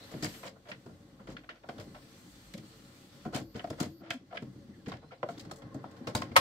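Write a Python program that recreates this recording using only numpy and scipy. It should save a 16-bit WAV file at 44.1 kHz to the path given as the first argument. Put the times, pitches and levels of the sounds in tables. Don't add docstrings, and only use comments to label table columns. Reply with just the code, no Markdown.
import sys
import numpy as np
from scipy import signal
from scipy.fft import rfft, irfft, next_fast_len
from scipy.io import wavfile
from scipy.ndimage import uniform_filter1d, map_coordinates

SR = 44100
rng = np.random.default_rng(int(sys.argv[2]) if len(sys.argv) > 2 else 0)


def dump(signal):
    limited = np.clip(np.atleast_2d(signal).T, -1, 1)
    pcm = np.round(limited * 32767).astype(np.int16)
    wavfile.write(sys.argv[1], SR, pcm)


def gain_from_db(level_db):
    decades = np.asarray(level_db, float) / 20
    return 10 ** decades


N = 282284
TIME_S = np.arange(N) / SR

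CLICKS = [(.2436, -35, -2.5, -4.5), (.338, -45, -10.5, -15), (.7147, -35, -12.5, -37),
          (1.271, -46.5, -3, -21), (1.366, -41.5, -14, -37), (1.4354, -52.5, -6, -40),
          (1.6347, -54.5, 5.5, -34), (1.6882, -43, 4.5, -17.5), (1.781, -50, 2, -16),
          (3.558, -46.5, -1, -11.5), (3.5933, -39.5, -3.5, -41), (3.801, -35.5, -3, -3),
          (3.8274, -39.5, -0.5, -7), (4.3253, -49, 7, -34), (5.2875, -46, 5, -18), (5.395, -47.5, -20, -3),
          (5.559, -66, -6, 10), (5.619, -54, 3, -16), (5.744, -59.5, 9.5, -2), (5.911, -57, -4, -8.5),
          (6.0705, -35.5, 0, -10), (6.0888, -46, 5.5, -28)]
TICKS = [(.1373, -45.5, 1.5, -24), (.8609, -57.5, 10.5, -9), (2.5371, -44.5, -7.5, -6),
         (2.578, -44.5, -10, -12), (3.641, -40.5, 4, -27), (3.6725, -52, 3, -19), (3.7018, -41.5, 3, -8),
         (4.1045, -24, -18, -19.5), (4.37, -33.5, -10, -35), (4.4224, -55.5, 5, -4.5),
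         (4.9654, -50, -18, -18), (5.229, -39, 6.5, -28), (5.3776, -50.5, 1, -7), (5.4494, -53, 2, -10),
         (5.5114, -46.5, 4, 0), (5.586, -68, -6, 9), (5.84, -55, 14, -33), (6.1502, -27.5, 0.5, -6.5),
         (6.1664, -45.5, 6, 5), (5.497, -55, -1, -20), (5.535, -60, 1, -2), (6.2189, -32.5, -4, -18.5),
         (6.316, -50.5, -0.5, -23), (6.2155, -55, -10, 5)]
RATTLES = [(.1148, -53.5, 5, -5), (.2256, -36, -3.5, -2.5), (.261, -42, -13, -11), (.4315, -40, -2.5, -29),
           (1.4914, -38, -11.5, -37), (1.798, -46.5, -3, -7), (1.946, -47.5, -1, -25),
           (3.251, -48, 5.5, -17), (3.346, -33, -14, -8), (3.361, -38, -0.5, -7.5),
           (3.8486, -47.5, -18, -10), (4.8602, -44.5, -7.5, -22), (4.8828, -43.5, -2.5, -13.5),
           (4.918, -40.5, -0.5, -23.5), (5.9663, -58.5, 0, -12), (.29, -49, -15, -8),
           (6.176, -41.5, -8, -8), (6.26, -61, -5, -22)]
# [t/s, crack level/dB, shell knock re crack/dB, fizz re crack/dB, length/s]
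SCRAPES = [(0.449, -42, -1.5, -14.5, 0.033), (0.553, -67, 14, -20, .012), (0.65, -52, -2, -28, 0.042),
           (0.683, -43, -0.5, -16, 0.015), (0.874, -68.5, 11.5, -6, 0.033), (1.188, -58, 5.5, -38, 0.028),
           (1.277, -50, -2, -16.5, 0.049), (1.541, -55, -4.5, -40, 0.032), (1.637, -66, 13, -25, 0.016),
           (3.323, -42.5, 4.5, -16, 0.039), (3.54, -44.5, -3, -20.5, 0.04), (3.71, -52, 2, -41, 0.029),
           (3.776, -45.5, 1.5, -19, 0.071), (3.999, -59.5, 2, -23, .039), (4.026, -51.5, -2.5, -32, 0.11),
           (4.109, -44.5, -1, -15.5, 0.03), (4.302, -49.5, -1, -43, 0.015), (4.34, -45, 2.5, -23, 0.019),
           (5.011, -61, 6.5, -29, 0.04), (5.109, -44.5, -1.5, -46, 0.021), (5.293, -62, -8, 1, 0.025),
           (6.223, -45, -12, -28, 0.02)]
# [f/Hz, width/Hz, level/dB]
LEVER_MODES = [(1470, 360, -4.5), (1850, 377, 2), (2140, 430, 1.5), (3260, 800, -4.5)]
# [f/Hz, width/Hz, level/dB]
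CATCH_MODES = [(3520, 780, -5), (4200, 500, 0), (5050, 920, -2)]
# [f/Hz, width/Hz, level/dB]
SHELL_MODES = [(469.5, 64, -3.5), (541.4, 42, -2), (614, 52, -2), (725, 74, -2.5), (938, 133, -8),
               (1055, 82, -5), (1383, 183, -7.5)]
# [f/Hz, level/dB per Hz]
FIZZ_SPECTRUM = [(4500, -37), (6000, -1.5), (7400, 1.5), (8500, -5.5), (10200, -9.5), (12000, -12),
                 (15800, -15.5)]

# [t/s, peak level/dB, f/Hz]
THUDS = [(.139, -28, 157), (.228, -32, 150), (.856, -43, 128), (.888, -44, 174), (.99, -50.5, 169),
         (1.29, -40, 150), (1.788, -43, 102), (1.871, -40, 141.4), (2.541, -39, 194), (2.58, -42.5, 121),
         (3.259, -27.5, 165), (3.396, -47, 148), (3.55, -28.5, 126), (3.7, -38, 99.6), (3.858, -38, 150),
         (4.872, -27.5, 139), (4.918, -37.5, 165), (5.035, -47, 150), (5.291, -40, 151), (5.424, -40, 126),
         (5.458, -39, 139), (5.647, -40.5, 116), (5.76, -46, 150), (6.075, -36.5, 104), (6.148, -24.5, 104),
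         (6.185, -37, 91), (6.31, -38.5, 93), (6.376, -31, 95)]
# [t/s, peak level/dB, f/Hz]
BUMPS = [(.224, -27, 305), (.244, -33.5, 265.4), (0.864, -41, 249), (1.284, -35, 289.7),
         (0.713, -49.5, 198), (1.2, -48.5, 205), (1.687, -38, 330.4), (3.15, -50, 232), (4.69, -44, 203.6),
         (4.76, -48, 215), (3.347, -20.5, 300), (3.639, -34, 315.3), (3.708, -32, 322), (3.805, -21.5, 298),
         (4.008, -41, 260), (4.099, -42, 293), (1.515, -52.5, 332), (3.265, -36, 380.4), (4.42, -33, 226),
         (4.21, -46, 270), (4.557, -45.5, 305), (5.23, -34, 362), (5.371, -40.5, 295), (5.511, -46, 367),
         (5.746, -30, 260), (5.841, -43, 280), (6.01, -35, 239.5), (6.068, -33.5, 294), (6.225, -38, 303.4),
         (6.24, -39.5, 300), (5.31, -46, 247), (6.361, -42, 347)]
# [f/Hz, width/Hz, level/dB]
FRAME_MODES = [(107.7, 33, -5), (150, 50, -0.5), (240, 51, -1.5), (304.7, 22, 1.5), (376, 142, -6)]

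# [t/s, ring level/dB, crack level/dB, crack t60/s]
SLAM = [
    (6.3573, -29.5, -40, 0.076),
    (6.363, -17.5, -14, 0.06),
    (6.37, -26, -22, 0.06),
]
# [f/Hz, level/dB, t60/s]
STOP_MODES = [(544, 0, 0.055), (687, -2.5, .06), (913, 5.5, 0.035), (1090, 8.5, 0.05), (1289, 4.5, 0.05),
              (1837, 0, 0.055), (2185, 4.5, 0.054), (2700, -8, 0.04), (3200, -8, 0.07)]

# [t/s, peak level/dB, f/Hz]
PINGS = [(.454, -39.5, 544), (.478, -42, 537), (1.492, -37.5, 1450), (1.687, -40.5, 520),
         (3.255, -39.5, 718), (3.645, -29.5, 690), (3.712, -37, 647), (1.692, -36, 700),
         (4.327, -35.5, 726), (4.347, -37, 656), (5.23, -25.5, 602), (5.234, -25, 601.4), (5.746, -43, 400),
         (6.155, -34, 600), (4.13, -46, 640), (5.288, -31.5, 696), (5.746, -41, 625), (6.149, -23, 888)]
# [t/s, peak level/dB, f/Hz]
TAPS = [(0.142, -39, 590), (0.224, -36, 433), (0.574, -58, 510), (0.688, -37.5, 612), (0.861, -44, 436),
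        (1.27, -45, 526), (1.288, -39, 443), (1.789, -42, 450), (2.55, -36, 550), (3.347, -31, 382),
        (3.558, -33, 455), (3.711, -38, 519), (3.805, -31, 389), (4.033, -38, 582), (4.106, -32, 697),
        (4.876, -32.5, 480), (4.917, -35, 770), (5.511, -42, 376), (5.841, -34, 600), (6.014, -42, 384),
        (6.074, -33, 428), (6.219, -35, 568)]
# [t/s, peak level/dB, f/Hz]
TINKS = [(0.2244, -39, 2220), (0.4304, -45, 1046), (0.7168, -31, 2320), (.722, -37, 1900),
         (1.497, -40, 2050), (1.372, -42, 2100), (1.3674, -37, 1420), (1.49, -32, 1380), (1.689, -39, 1470),
         (1.945, -47, 1090), (3.342, -38, 1420), (3.5942, -43, 2010), (3.8043, -33, 1380),
         (4.1066, -30, 1420), (4.3725, -37, 2310), (4.8614, -56, 1040), (4.9182, -34, 1110),
         (5.109, -44, 1360), (5.23, -28, 1045), (5.3951, -49, 1920), (5.5118, -37, 1260),
         (5.5116, -38, 1700), (5.842, -44, 1000), (6.0735, -39, 1080), (6.1507, -38, 1060),
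         (6.2203, -25.5, 1067)]
# [t/s, peak level/dB, f/Hz]
CHINKS = [(0.2247, -30, 4250), (0.244, -23, 4900), (0.7143, -37, 2690), (.72, -38, 4000),
          (1.492, -41, 4200), (1.37, -43.5, 4300), (1.8, -44, 5200), (1.3668, -43, 3020),
          (1.493, -40, 2770), (1.781, -44, 3550), (2.5395, -40, 3940), (2.579, -47, 3350),
          (3.345, -31, 2980), (3.5954, -29.5, 3000), (3.6996, -42, 3330), (3.803, -31, 3000),
          (4.1067, -22, 3200), (4.371, -35, 2750), (4.8609, -45, 3360), (4.918, -37.5, 3840),
          (5.229, -41, 2900), (5.3767, -41, 3570), (5.3955, -39, 3940), (5.5109, -50, 5160),
          (6.073, -29, 2710), (6.1502, -24, 3860), (6.1654, -23.5, 4860)]

# [t/s, chassis hum level/dB]
LOAD = [(0, -54), (.46, -53.5), (.56, -61.5), (1.19, -57.5), (1.34, -52.5), (1.55, -69.5), (1.77, -47.5),
        (1.96, -56.5), (2.46, -58.5), (3.22, -57), (3.99, -60.5), (4.26, -61.5), (4.42, -52), (4.76, -55),
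        (5.2, -61.5), (5.36, -54), (5.62, -54), (6.4, -51)]
# [t/s, belt hiss level/dB]
TRAVEL = [(0, -58.5), (.34, -55.5), (.46, -58.5), (.51, -74.5), (.75, -69), (1.64, -72.5), (1.72, -66),
          (2.25, -62), (3.24, -63), (3.44, -78), (3.62, -64), (3.85, -66), (3.99, -77), (4.54, -68.5),
          (5.24, -72), (5.31, -62), (5.56, -71.5), (6.4, -64.5)]
# [t/s, whirr gain/dB]
MESH = [(0, 3), (.6, 0), (4.35, -3.5), (4.5, -6.5), (4.9, -4), (5.6, 4.5), (6.4, 4.5)]
# [t/s, air gain/dB]
DRAUGHT = [(0, -2.5), (.2, -3), (.3, 3), (.5, 1), (1.7, 0), (2.3, 2.5), (3.3, -0.5), (4.2, -1.5),
           (4.6, -1.5), (5.3, -3.5), (5.7, -2), (6.4, -5)]
# [f/Hz, width/Hz, level/dB]
CHASSIS_MODES = [(89.3, 7.7, -3.5), (126, 15, 0), (192.8, 18, -0.5), (249, 16.7, -1.5), (300, 18.8, 0),
                 (362, 42, -9.5)]
# [f/Hz, width/Hz, level/dB]
GEAR_MODES = [(444, 13, 1), (553.3, 28.6, 0.5), (682, 40, -9.5), (805, 66, -9), (1070, 86, -8),
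              (1560, 900, -14.5), (2100, 100, -11.5)]
# [f/Hz, level/dB per Hz]
BELT_SPECTRUM = [(880, -7), (1500, -7), (2000, -5.5), (2500, -9), (4020, -3.5), (6000, -9.5), (7800, -25),
                 (13200, -120)]
# [f/Hz, level/dB per Hz]
AIR_SPECTRUM = [(3530, -11.5), (6000, -9), (7370, -4), (9540, -10.5), (10600, -16.5), (12500, -9),
                (14000, -16), (15700, -13)]

# [t/s, length/s, level/dB]
WHINES = [
    (3.39, 0.15, -69),
    (3.863, 0.146, -68),
]
# [f/Hz, width/Hz, level/dB]
WINDING_MODES = [(4590, 340, 0), (12400, 350, -2), (13100, 300, -2), (14000, 300, -1), (14400, 500, -3)]

# [t/s, length/s, start f/Hz, end f/Hz, level/dB]
RUBS = [(0, 0.064, 3900, 4110, -50), (4.694, 0.1, 2000, 1940, -66), (.0, 0.24, 11700, 11900, -61.5),
        (.24, 0.21, 12300, 12100, -56), (.32, .04, 7400, 7400, -62), (0.368, 0.055, 8000, 7940, -64),
        (.455, .04, 7300, 7240, -58)]
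# [t/s, length/s, start f/Hz, end f/Hz, level/dB]
CHIRPS = [(4.73, 0.051, 1960, 1410, -72), (4.785, 0.039, 1850, 1540, -79), (4.97, .175, 3920, 4200, -72),
          (5.135, .04, 4200, 3830, -70), (5.662, 0.045, 1050, 1070, -73), (5.712, 0.031, 1070, 1050, -65),
          (5.914, 0.048, 1070, 1070, -70.5)]
# [t/s, length/s, start f/Hz, end f/Hz, level/dB]
DRONES = [(3.86, .13, 312, 340, -69.5), (4.03, 0.115, 340, 310, -70), (4.14, .04, 262, 250, -60),
          (3.8, 0.043, 250, 254, -59), (4.6, 0.053, 560, 555, -78), (3.4, 0.128, 360, 305, -70.5)]

# [f/Hz, t60/s]
ROOM_T60 = [(150, 0.28), (1000, 0.17), (8000, 0.2)]
# [t/s, rumble level/dB]
SWAY = [(0.0, -72), (0.28, -52), (0.39, -78), (1.25, -69), (1.3, -59), (1.62, -80), (1.8, -58), (2.25, -78),
        (2.33, -62.5), (3.19, -82), (3.23, -69), (3.89, -64), (3.96, -79), (5.04, -66), (5.08, -79),
        (5.79, -69), (5.83, -81), (6.4, -69)]
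# [f/Hz, level/dB per Hz]
RUMBLE_SPECTRUM = [(20, -32), (50, 12), (70, -3), (120, -44), (200, -120)]
# [f/Hz, left-right likeness]
LIKENESS = [(100, 0.99), (300, 0.92), (650, 0.79), (1000, 0.16), (1500, 0.0044)]
# [f/Hz, left minus right/dB]
LEFT_BALANCE = [(60, 0), (300, 2), (600, 2.2), (1000, 0.5), (2000, -1), (4000, 1), (8000, 1.5), (12000, 1)]


def clicks():
    s, db, knock_db, fizz_db, hold_s = np.transpose(SCRAPES)
    soft = contacts(s, db - 2.0, knock_db + 2.0, fizz_db + 4.0, t60_s=0 * s + 0.096,
                    snap_db=0.47 * fizz_db + 5.5, hold_s=hold_s, rise_s=0.0082, tick_db=-32)

    kinds = [(TICKS, 0.044), (CLICKS, 0.093), (RATTLES, 0.14)]
    rows = [(*row, t60_s) for table, t60_s in kinds for row in table]
    s, db, knock_db, fizz_db, t60_s = np.transpose(rows)
    snap_db = 5 + 0.57 * fizz_db
    hard = contacts(s, db, knock_db, fizz_db, t60_s, snap_db,
                    hold_s=0 * s + 0.0046, rise_s=0.00053, tick_db=-4.5)

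    uneven_db = 3.1 * np.array([wobble(250), wobble(280), wobble(300), 0.38 * wobble(150)])
    crack, snap, fizz, knock = gain_from_db(uneven_db) * np.hypot(hard, soft)
    pushes = impulses(s + 0.00082, db + knock_db + 17.5, apart_s=0.00028)
    lever = driven(crack, resonant(LEVER_MODES, top_hz=3600))
    catch = driven(snap, resonant(CATCH_MODES, top_hz=6300))
    spray = driven(fizz, banded(FIZZ_SPECTRUM, depth_db=2.5, spacing_hz=222.4))
    shell = driven(knock, resonant(SHELL_MODES, top_hz=2430), pushes)
    return lever + catch + spray + shell


def contacts(s, db, knock_db, fizz_db, t60_s, snap_db, hold_s, rise_s, tick_db):
    def ticked(level_db, sharp_db=0):
        body = bursts(s, level_db - 8.5, hold_s, t60_s, rise_s)
        tick = bursts(s, level_db + tick_db + sharp_db, 0 * s, 0 * s + 0.011, 0.53 * rise_s)
        return np.hypot(body, tick)

    knock = bursts(s, db + knock_db - 1.5, 0.66 * hold_s, 1.03 * t60_s, rise_s)
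    return np.array([ticked(db), ticked(db + snap_db), ticked(db + fizz_db + 3.0, sharp_db=2.5), knock])


def thuds():
    s, db, hz = np.transpose(THUDS + BUMPS)
    t60_s = np.maximum(0.079 - 0.0032 * (db + 24) - 0.032 * np.log2(hz / 200), 0.02)
    swing = swings(s, db - 1.5, hz, t60_s, rise_s=0.0041)
    shake = bursts(s, db - 7.5, 0 * s, 1.12 * t60_s, rise_s=0.0028)
    pushes = impulses(s + 0.0016, db + 16.5, apart_s=0.001)
    return swing + driven(shake, resonant(FRAME_MODES, top_hz=510), pushes)


def slam():
    ring = np.zeros((2, N + SR))
    t = np.arange(SR // 8) / SR
    rise = 1 - np.exp(-t / 0.0015)
    for s, db, _, _ in SLAM:
        for hz, mode_db, t60_s in STOP_MODES:
            apart_s = rng.uniform(0.00012, 0.00037) * min(hz / 950, 1) ** 2
            shift_s = apart_s * np.array([[0.5], [-0.5]]) + rng.uniform(0, 1 / hz)
            tone = np.sin(2 * np.pi * hz * (t + shift_s))
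            ring[:, round(s * SR):][:, :len(t)] += gain_from_db(db + mode_db - 60 * t / t60_s) * rise * tone
    s, _, crack_db, t60_s = np.transpose(SLAM)
    envelope = bursts(s, crack_db - 0.5, 0 * s + 0.0031, t60_s, rise_s=0.00047)
    crack = driven(envelope, resonant([(1420, 2040, 28), (5670, 1700, 8.6), (7400, 850, 5.1)]))
    return ring[:, :N] + crack


def pings():
    s, db, hz = np.transpose(PINGS + [(s, db - 7.0, hz) for s, db, hz in TAPS])
    return swings(s, db + 3, hz, 36 / hz, rise_s=0.0023)


def tinks():
    rows = [(*r, 44) for r in TINKS] + [(*r, 36) for r in CHINKS]
    s, db, hz, cycles = np.transpose(rows)
    return np.array([swings(s + apart_s, db - 1, hz, cycles / hz, rise_s=0.00035)
                     for apart_s in (0, 0.00023)])


def drive():
    hum_db, mesh_db, belt_db, draught_db = [over_time(rows) for rows in (LOAD, MESH, TRAVEL, DRAUGHT)]
    whirr_db = -65 + mesh_db + 0.83 * (hum_db + 58)
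    air_db = -69 + draught_db + 1.12 * (belt_db + 65)

    s, db, _ = np.transpose(THUDS + BUMPS)
    jolt = bursts(s, db, 0 * s + 0.062, 0 * s + 0.11, rise_s=0.019)
    hum_level = np.hypot(gain_from_db(hum_db), gain_from_db(-20) * jolt)
    whirr_level = np.hypot(gain_from_db(whirr_db), gain_from_db(-31.5) * jolt)
    belt_level = np.hypot(gain_from_db(belt_db), gain_from_db(-46) * jolt)

    load = np.tanh(wobble(29))
    hum_level = hum_level * gain_from_db(-0.5 + 2.2 * load + 1.1 * wobble(40))
    whirr_level = whirr_level * gain_from_db(0.5 * load + 0.35 * wobble(60))
    belt_level = belt_level * gain_from_db(0.7 * load + 0.76 * wobble(90))
    air_level = gain_from_db(air_db + 0.86 * wobble(25.05))

    hum = driven(hum_level, resonant(CHASSIS_MODES, top_hz=610))
    whirr = driven(whirr_level, resonant(GEAR_MODES, top_hz=2000))
    belt = driven(belt_level, banded(BELT_SPECTRUM, depth_db=1.8, spacing_hz=127.8))
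    air = driven(air_level, banded(AIR_SPECTRUM, depth_db=1.5, spacing_hz=173.7))
    return hum + whirr + patchy(belt + air, depth_db=1.2)


def whine():
    s, length_s, db = np.transpose(WHINES)
    return driven(bursts(s, db, length_s, 0 * s + 0.06, rise_s=0.023), resonant(WINDING_MODES))


def squeaks():
    out = np.zeros((2, N + SR))
    t = np.arange(SR // 4) / SR
    rows = [(*r, 0.19) for r in RUBS] + [(*r, 0.048) for r in CHIRPS + DRONES]
    for s, length_s, start_hz, end_hz, db, share in rows:
        width_hz = share * start_hz
        phase = 2 * np.pi * (start_hz + (end_hz - start_hz) * t / length_s / 2) * t
        knots = rng.standard_normal((2, 1000))
        smear = np.array([np.interp(t * width_hz, np.arange(len(k)), k) for k in knots])
        steady = 200 / width_hz
        envelope = gain_from_db(db - 2.5) * np.exp(-2 * (2 * t / length_s - 1) ** 4)
        out[:, round(s * SR):][:, :len(t)] += envelope * (smear + steady) * np.sin(phase)
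    return out[:, :N]


def room(x):
    step = SR // 3
    mono = np.pad(x.mean(axis=0), (0, -N % step)).reshape(-1, 1, step)
    hz, t, z = signal.stft(rng.standard_normal((len(mono), 2, step)), SR, nperseg=256)
    decay = gain_from_db(-60 * t / along(ROOM_T60, hz)[:, None])
    tails = signal.istft(z * decay, SR, nperseg=256)[1][..., :step]
    tails = tails / np.linalg.norm(tails[:, :1], axis=2, keepdims=True)
    wet = signal.fftconvolve(mono, tails, axes=2)
    out = np.zeros((2, N + 3 * step))
    for k, piece in enumerate(wet):
        out[:, k * step:][:, :piece.shape[1]] += piece
    return ports(out[:, :N], np.ones_like)


def rumble():
    return driven(gain_from_db(over_time(SWAY)), lambda hz: gain_from_db(along(RUMBLE_SPECTRUM, hz)))


def over_time(rows):
    return np.interp(TIME_S, *np.transpose(rows))


def along(points, hz):
    f, v = np.transpose(points)
    return np.interp(np.log(hz + 1), np.log(f + 1), v)


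def wobble(rate_hz):
    return map_coordinates(rng.standard_normal(int(N * rate_hz / SR) + 4), [TIME_S * rate_hz])


def bursts(times_s, levels_db, holds_s, t60s_s, rise_s):
    power = np.zeros(N + SR)
    for s, db, hold_s, t60_s in zip(times_s, levels_db, holds_s, t60s_s):
        t = np.arange(0, min(hold_s + t60_s, 0.5), 1 / SR)
        fall_db = -60 * np.maximum(t - hold_s, 0) / t60_s
        power[round(s * SR):][:len(t)] += (gain_from_db(db + fall_db) * (1 - np.exp(-t / rise_s))) ** 2
    return np.sqrt(power[:N])


def impulses(times_s, levels_db, apart_s):
    out = np.zeros((2, N + SR))
    at = np.round(times_s * SR).astype(int)
    out[0, at] = gain_from_db(levels_db)
    out[1, at + round(apart_s * SR)] = gain_from_db(levels_db)
    return out[:, :N]


def swings(times_s, levels_db, pitches_hz, t60s_s, rise_s):
    out = np.zeros(N + SR)
    for s, db, hz, t60_s in zip(times_s, levels_db, pitches_hz, t60s_s):
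        t = np.arange(0, min(t60_s, 0.5), 1 / SR)
        envelope = gain_from_db(db - 60 * t / t60_s) * (1 - np.exp(-t / rise_s))
        out[round(s * SR):][:len(t)] += envelope * np.sin(2 * np.pi * hz * t)
    return out[:N]


def resonant(modes, top_hz=20000):
    def response(f):
        total = 0
        for k, (hz, width_hz, db) in enumerate(modes):
            damping = 1j * f * width_hz
            total = total + (-1) ** k * gain_from_db(db) * damping / (hz * hz - f * f + damping)
        return total / (1 + 1j * f / top_hz) ** 2
    return response


def banded(spectrum, depth_db, spacing_hz):
    ripple = rng.standard_normal(1000)
    knots = np.arange(len(ripple))
    return lambda hz: gain_from_db(along(spectrum, hz) + depth_db * np.interp(hz / spacing_hz, knots, ripple))


def driven(envelope, response, blows=0):
    gain = np.sqrt(np.mean(np.abs(response(np.linspace(0, SR / 2, num=8192))) ** 2))
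    return ports((envelope * rng.standard_normal((2, N)) + blows) / gain, response)


def patchy(x, depth_db):
    z = signal.stft(x, nperseg=512)[2]
    field = uniform_filter1d(rng.standard_normal(z.shape[1:]), size=7, axis=0)
    field = uniform_filter1d(field, size=16, axis=1)
    return signal.istft(z * gain_from_db(depth_db * field / field.std()), nperseg=512)[1][:, :N]


def filtered(x, response):
    m = next_fast_len(N + SR // 8)
    return irfft(rfft(x, m) * response(np.fft.rfftfreq(m, 1 / SR)), m)[..., :N]


def ports(pair, response):
    def mid_side(hz):
        turn = np.arccos(np.clip(along(LIKENESS, hz), -1, 1)) / 2
        return response(hz) * np.array([np.cos(turn), np.sin(turn)])

    mid, side = filtered(pair, mid_side)
    return np.array([mid + side, mid - side])


def scene():
    hits = clicks() + thuds() + slam() + pings() + tinks()
    sound = hits + drive() + whine() + squeaks() + gain_from_db(-6.0) * room(hits) + rumble()
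    return filtered(sound, lambda hz: gain_from_db(np.outer([0.5, -0.5], along(LEFT_BALANCE, hz))))


def band_limit(x):
    return signal.sosfilt(signal.butter(12, 16470, fs=SR, output="sos"), x)


def record(dry):
    soft = dry / (1 + np.abs(dry / 0.8) ** 4) ** (1 / 4)
    mix = filtered(soft, lambda hz: np.clip((15950 - hz) / 350, 0, 1) ** 2)
    return band_limit(mix)


dry = scene()
out = record(dry)
dump(out)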